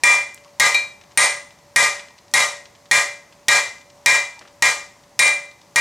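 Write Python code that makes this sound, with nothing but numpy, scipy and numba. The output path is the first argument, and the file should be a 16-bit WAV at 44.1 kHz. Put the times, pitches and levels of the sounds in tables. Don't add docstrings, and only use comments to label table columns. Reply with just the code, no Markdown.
import sys
import numpy as np
from scipy import signal
from scipy.fft import rfft, irfft, next_fast_len
from scipy.io import wavfile
from scipy.ndimage import uniform_filter1d, minimum_filter1d
from numba import njit

SR = 44100
rng = np.random.default_rng(int(sys.argv[2]) if len(sys.argv) > 2 else 0)


def wav_record(signal):
    frames = np.transpose(np.atleast_2d(signal))
    bounded = np.clip(frames, -1, 1)
    quanta = np.round(bounded * 32767).astype(np.int16)
    wavfile.write(sys.argv[1], SR, quanta)


def to_linear_factor(level_db):
    exponent = np.asarray(level_db, float) / 20
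    return 10 ** exponent


N = 256000

# start in seconds, level in dB, edge from 0 (flat on the hot steel) to 1 (hard on
# the anvil edge), anvil face ring in dB, hammer head ring in dB.
BLOWS = [(0.0356, -7, .45, 7.5, 7), (0.5982, -8, 0.94, -4.5, -28), (1.1744, -8, 0.7, 3.5, 13.5),
         (1.7601, -6.5, 0.65, 3.5, 4), (2.338, -7.5, 0.88, -1, 2.5), (2.9123, -8.5, .15, 2.5, 0.5),
         (3.4832, -6.5, 0.94, 0, -8), (4.0601, -7, 0.89, 5.5, -36), (4.623, -10.5, 0.3, 1.5, -19.5),
         (5.1918, -9, 0.93, 6, 11), (5.7592, -12, .6, 6, 5)]
# start in seconds, level in dB.
BOUNCE = (.7447, -25.5)
BOUNCE_PARTS = dict(crash=-2.5, body=-5, stand=-14, snap=6.5, face=15.5, heel=8, horn=14, head=-22, peen=-36, shed=-8)
# start in seconds, peak in dB, centre in Hz.
TICKS = [(0.3442, -20, 8000), (0.376, -24.5, 2980), (0.4384, -33, 3440), (0.4454, -26.5, 2900),
         (1.0119, -29, 2560), (1.0372, -33, 3090), (1.1092, -32.5, 3150), (1.118, -31, 3590),
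         (1.506, -29, 3200), (1.587, -36.5, 3500), (1.9945, -17.5, 2720), (2.0836, -24.5, 2910),
         (2.1054, -35, 3830), (2.1797, -33, 3130), (2.1846, -29, 3850), (2.281, -34, 4030),
         (2.313, -31, 5500), (2.655, -26, 3170), (2.7516, -30, 2870), (2.8559, -30, 2960),
         (3.325, -30, 2840), (3.7818, -33, 3830), (3.809, -33, 3800), (3.899, -32, 3660),
         (4.3585, -39, 3740), (4.3915, -24.5, 4950), (4.4742, -31, 2550), (5.035, -33, 3900),
         (5.512, -30, 3920), (5.6141, -32, 3880)]
# start in seconds, peak in dB,
# centre in Hz, t60 in seconds # # (anything above 0.1 acts as 0.1), width as a share of the centre.
SCUFFS = [
    (0.452, -35, 1020, 0.083, 0.42),
    (.48, -36, 2980, .02, 0.89),
    (2.098, -37, 940, 0.067, 0.29),
    (4.371, -34, 890, 0.12, 0.24),
    (4.41, -25.5, 700, 0.27, 5.7),
    (4.45, -30, 600, 0.23, 4.4),
]

PITCH = dict(body=[1021, 1210, 1632, 1900, 1900, 2006, 2027, 2045, 2135, 2135, 5545], face=[2372, 2468],
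         heel=[3840, 3840], horn=[4216], head=[8835, 8835], peen=[10835], stand=[105, 165, 577],
         hum=[576.2, 577.55])
# level in dB, t60 in seconds, rise in seconds.
BODY = [(-12.5, 0.26, 0.0048), (2.5, 0.19, 0.057), (-0.5, 0.19, 0.021), (9, 0.11, 0.0031),
        (-31, 0.25, 0.0033), (-5.5, 0.33, 0.0052), (-5, 0.28, 0.0062), (-9, 0.41, 0.0061), (1, 0.14, 0.003),
        (-24, 0.3, 0.0063), (-17, 0.29, .002)]
# level in dB, t60 in seconds, rise in seconds.
FACE = [(-1, .33, .001), (-14, .22, .001)]
# level in dB, t60 in seconds, rise in seconds.
HEEL = [(0, 0.14, 0.003), (-13, 0.4, 0.0017)]
# level in dB, t60 in seconds, rise in seconds.
HORN = [(-11, .24, .001)]
# level in dB, t60 in seconds, rise in seconds.
HEAD = [(-3, .07, .001), (-17, .26, .005)]
# level in dB, t60 in seconds, rise in seconds.
PEEN = [(-12, .22, .001)]
# level in dB, t60 in seconds, rise in seconds.
STAND = [(-33, 0.44, 0.01), (-23, 0.2, 0.0041), (-13, 0.19, 0.0063)]
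# level in dB, t60 in seconds, rise in seconds.
HUM = [(-28, 1.6, .02), (-28, 1.6, .02)]

# frequency in Hz, density in dB per Hz.
CRASH = [(30, -63), (100, -25), (250, -30), (420, -19.5), (800, -12), (1100, -12), (1450, -15),
         (2200, -13.5), (2900, -16), (4700, -15.5), (7500, -12), (10000, -23.5), (14000, -37.5),
         (17000, -82)]
# frequency in Hz, density in dB per Hz.
SNAP = [(300, -30), (1200, -9), (3000, -2), (5500, 1), (9000, -3), (12000, -10), (16500, -25), (18000, -80)]
# frequency in Hz, density in dB per Hz.
AIR = [(15, -38), (40, -13), (105, -7.5), (165, -8), (250, -12.5), (457, -14.5), (979, -10.5),
       (1470, -21.5), (1980, -18), (2900, -25), (6210, -21.5), (10100, -32), (15200, -38), (16500, -53.5)]
# frequency in Hz, t60 in seconds.
SHED = [(100, 0.28), (500, 0.44), (2000, 0.4), (6000, 0.4), (14000, 0.32)]
# frequency in Hz, left-right likeness from 0 to 1.
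ALIKE = [(100, .998), (250, .995), (500, .95), (2000, .95), (5000, .93), (9000, .97), (13000, .975)]
# frequency in Hz, left over right in dB.
LEAN = [(250, 0), (600, .9), (1000, 1.6), (2400, 1.4), (4000, .4), (12000, .1)]

SNAP_DB, HEEL_DB, HORN_DB = (-4.5, 13.5), (-21, 0), (-41, 3.5)
BODY_DB, STAND_DB, BAR_DB, STEEL_ROOM_DB = 2, -1, -12, -8
PEEN_DB, PEEN_BEST_DB, PEEN_UNDER, PEEN_OVER = 4, 3, .7, 2.4
BAR_HZ, BAR_SCATTER = [950, 1950, 2200, 3500, 3900, 4250, 5500, 6300], .035
PING_HZ, PING_DB, PING_T60_S = 5470, -9, .02
SAME_HZ = 1000
WAVER = 1.3
TICK_BAND_HZ, TICK_CYCLES, TICK_RISE_S, TICK_TOP_HZ = 7000, 99, .0005, 8100
CRUMBS_PER_S, CRUMB_DB, CRUMB_SPREAD_DB = 5, -45, 3
DRIVE_DB, CEILING_DB, LOW_CUT_HZ, TOP_HZ = 2, -4, 59, 16700


def unit(x):
    return x / np.sqrt(np.mean(x ** 2) + 1e-20)


def along(points, hz):
    f, value = np.transpose(points)
    return np.interp(np.log(hz + 1), np.log(f + 1), value)


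def filtered(x, response):
    n = x.shape[-1]
    padded = 2 * next_fast_len(n // 2 + 4096)
    hz = np.fft.rfftfreq(padded, 1 / SR)
    return irfft(rfft(x, padded) * response(hz), padded)[..., :n]


def spread(pair):
    def mixing(hz):
        angle = np.arccos(np.clip(along(ALIKE, hz), -1, 1)) / 2
        return np.array([np.cos(angle), np.sin(angle)])

    mid, side = filtered(pair, mixing)
    return np.array([mid + side, mid - side])


def workshop():
    grains = signal.stft(rng.standard_normal((2, N)), nperseg=512)[2]
    patches = rng.standard_normal(grains.shape[1:])
    patches = uniform_filter1d(uniform_filter1d(patches, 6, 0), 14, 1)
    pair = signal.istft(grains * to_linear_factor(0.7 * unit(patches)), nperseg=512)[1][:, :N]
    air = spread(filtered(pair, lambda hz: to_linear_factor(along(AIR, hz))))
    return to_linear_factor(-53) * unit(air)


def landing(edge, face_db, head_db):
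    between = lambda ends: ends[0] + edge * (ends[1] - ends[0])
    off_db = head_db - PEEN_BEST_DB
    peen_db = PEEN_DB - max(PEEN_OVER * off_db, -PEEN_UNDER * off_db)
    return dict(crash=0, shed=0, body=BODY_DB, stand=STAND_DB, snap=between(SNAP_DB), face=face_db,
                heel=between(HEEL_DB), horn=between(HORN_DB), head=head_db, peen=peen_db)


def causal(gain):
    cepstrum = irfft(np.log(np.maximum(gain, 1e-6)))
    half = len(cepstrum) // 2
    fold = np.r_[1, np.full(half - 1, 2), 1, np.zeros(half - 1)]
    return np.exp(rfft(cepstrum * fold))


def tail(n):
    hz, t, z = signal.stft(rng.standard_normal((2, n)), SR, nperseg=256)
    decay = to_linear_factor(-60 * t / along(SHED, hz)[:, None])
    noise = signal.istft(z * decay, SR, nperseg=256)[1][:, :n]
    onset = 1 - np.exp(-np.arange(n) / SR / 0.00036)
    noise = spread(noise * onset)
    return noise / np.linalg.norm(noise[0])


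def shed(x):
    return signal.fftconvolve(x[None], tail(SR), axes=1)[:, :len(x)]


def crash_part(share):
    return filtered(tail(SR), lambda hz: causal(np.sqrt(share(hz)) * to_linear_factor(along(CRASH, hz))))


def contact_snap(t):
    burst = rng.standard_normal(SR) * to_linear_factor(-60 * t / 0.032) * (1 - np.exp(-t / 0.00005))
    snap = filtered(burst, lambda hz: causal(to_linear_factor(along(SNAP, hz))))
    snap *= to_linear_factor(3) / np.max(np.abs(snap))
    ping = to_linear_factor(PING_DB - 60 * t / PING_T60_S) * np.sin(2 * np.pi * PING_HZ * t)
    return snap + ping


def ring(part, modes, t):
    hz = np.array(PITCH[part])[:, None]
    db, t60, rise = np.transpose(modes)[:, :, None]
    db = db + rng.standard_normal(db.shape)
    steps = rng.standard_normal((len(hz), len(t) // 64 + 1))
    walk = np.cumsum(steps, 1).repeat(64, 1)[:, :len(t)]
    waver = uniform_filter1d(WAVER * (hz + hz ** 2 / 5000) / SR * walk, size=128, axis=1)
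    angle = .17 * rng.standard_normal(db.shape) * np.array([1, -1])[:, None, None]
    envelope = to_linear_factor(db - 60 * t / t60) * (1 - np.exp(-t / rise))
    return np.sum(envelope * np.sin(2 * np.pi * hz * t + waver + angle), 1)


def bar(t):
    draws = rng.uniform([-1, -14, .1], [1, 0, .3], (3 * len(BAR_HZ), 3))
    stray, db, t60 = draws.T[:, :, None]
    hz = np.tile(BAR_HZ, 3)[:, None] * (1 + BAR_SCATTER * stray)
    return np.sum(to_linear_factor(db - 60 * t / t60) * np.sin(2 * np.pi * hz * t), 0)


def hammer():
    out, t = np.zeros((2, N + 2 * SR)), np.arange(SR) / SR
    singers = dict(face=FACE, heel=HEEL, horn=HORN, head=HEAD, peen=PEEN)
    fresh = lambda hz: hz ** 2 / (hz ** 2 + SAME_HZ ** 2)
    boom = crash_part(lambda hz: 1 - fresh(hz))
    contacts = [(s, db, landing(*how)) for s, db, *how in BLOWS]
    contacts.append((*BOUNCE, BOUNCE_PARTS))
    for s, db, part_db in sorted(contacts, key=lambda contact: contact[0]):
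        crash = boom + crash_part(fresh)
        snap = contact_snap(t)
        steel = to_linear_factor(part_db["body"]) * ring("body", BODY, t)
        steel += to_linear_factor(part_db["stand"]) * ring("stand", STAND, t)
        for part, modes in singers.items():
            steel += to_linear_factor(part_db[part]) * ring(part, modes, t)
        steel += to_linear_factor(part_db["crash"] + BAR_DB) * bar(t)
        hum = to_linear_factor(part_db["stand"] - 1) * ring("hum", HUM, t)
        room = to_linear_factor(STEEL_ROOM_DB + part_db["shed"]) * shed(steel[0])
        sound = to_linear_factor(part_db["crash"] + 47.5) * crash + to_linear_factor(part_db["snap"]) * snap
        sound += steel + room + hum
        out[:, round(s * SR):][:, :SR] += to_linear_factor(db + DRIVE_DB) * sound
    return out[:, :N]


def grit(hz, t60, width, t):
    clumps = to_linear_factor(4 * rng.standard_normal(len(t) // 32 + 1)).repeat(32)[:len(t)]
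    envelope = to_linear_factor(-60 * t / np.clip(t60, .004, .1)) * (1 - np.exp(-t / TICK_RISE_S))
    noise = clumps * rng.standard_normal(len(t)) * envelope

    def response(f):
        damping = 1j * f * width * hz
        band = damping / (hz * hz - f * f + damping)
        return band ** 3 / (1 + (f / max(TICK_TOP_HZ, 2 * hz)) ** 8)

    click = filtered(noise, response)
    return click / np.max(np.abs(click))


def ticks():
    out, t = np.zeros(N + SR), np.arange(SR // 8) / SR
    lowest, highest = [0, -CRUMB_SPREAD_DB, 3000], [N / SR, CRUMB_SPREAD_DB, 6000]
    crumbs = rng.uniform(lowest, highest, (round(CRUMBS_PER_S * N / SR), 3))
    small = TICKS + list(crumbs + [0, CRUMB_DB, 0])
    clicks = [(s, db, hz, TICK_CYCLES / hz, TICK_BAND_HZ / hz) for s, db, hz in small]
    for s, db, hz, t60, width in SCUFFS + clicks:
        out[round(s * SR):][:len(t)] += to_linear_factor(db - 7) * grit(hz, t60, width, t)
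    return out[:N] + to_linear_factor(-11) * shed(out[:N])


def scene():
    return workshop() + hammer() + ticks()


@njit
def follow(level, fall):
    out, held = np.empty_like(level), 0.0
    for i in range(len(level)):
        held = max(level[i], held * fall)
        out[i] = held
    return out


def limiter(x, ceiling_db, release_db, slope):
    ahead = -minimum_filter1d(-np.max(np.abs(x), 0), size=41)
    peak = follow(ahead, to_linear_factor(-release_db / SR))
    over = np.maximum(peak / to_linear_factor(ceiling_db), 1)
    return x * uniform_filter1d(over ** (slope - 1), size=31)


def roll_off(x):
    return signal.sosfilt(signal.butter(12, 16890, fs=SR, output="sos"), x)


def record(dry):
    placed = filtered(dry, lambda hz: to_linear_factor(np.outer([1, -1], along(LEAN, hz)) / 2))
    held = limiter(placed, CEILING_DB, release_db=281, slope=0.13)
    mix = filtered(held, lambda hz: (hz < TOP_HZ) * 1j * hz / (LOW_CUT_HZ + 1j * hz))
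    return roll_off(mix)


dry = scene()
out = record(dry)
wav_record(out)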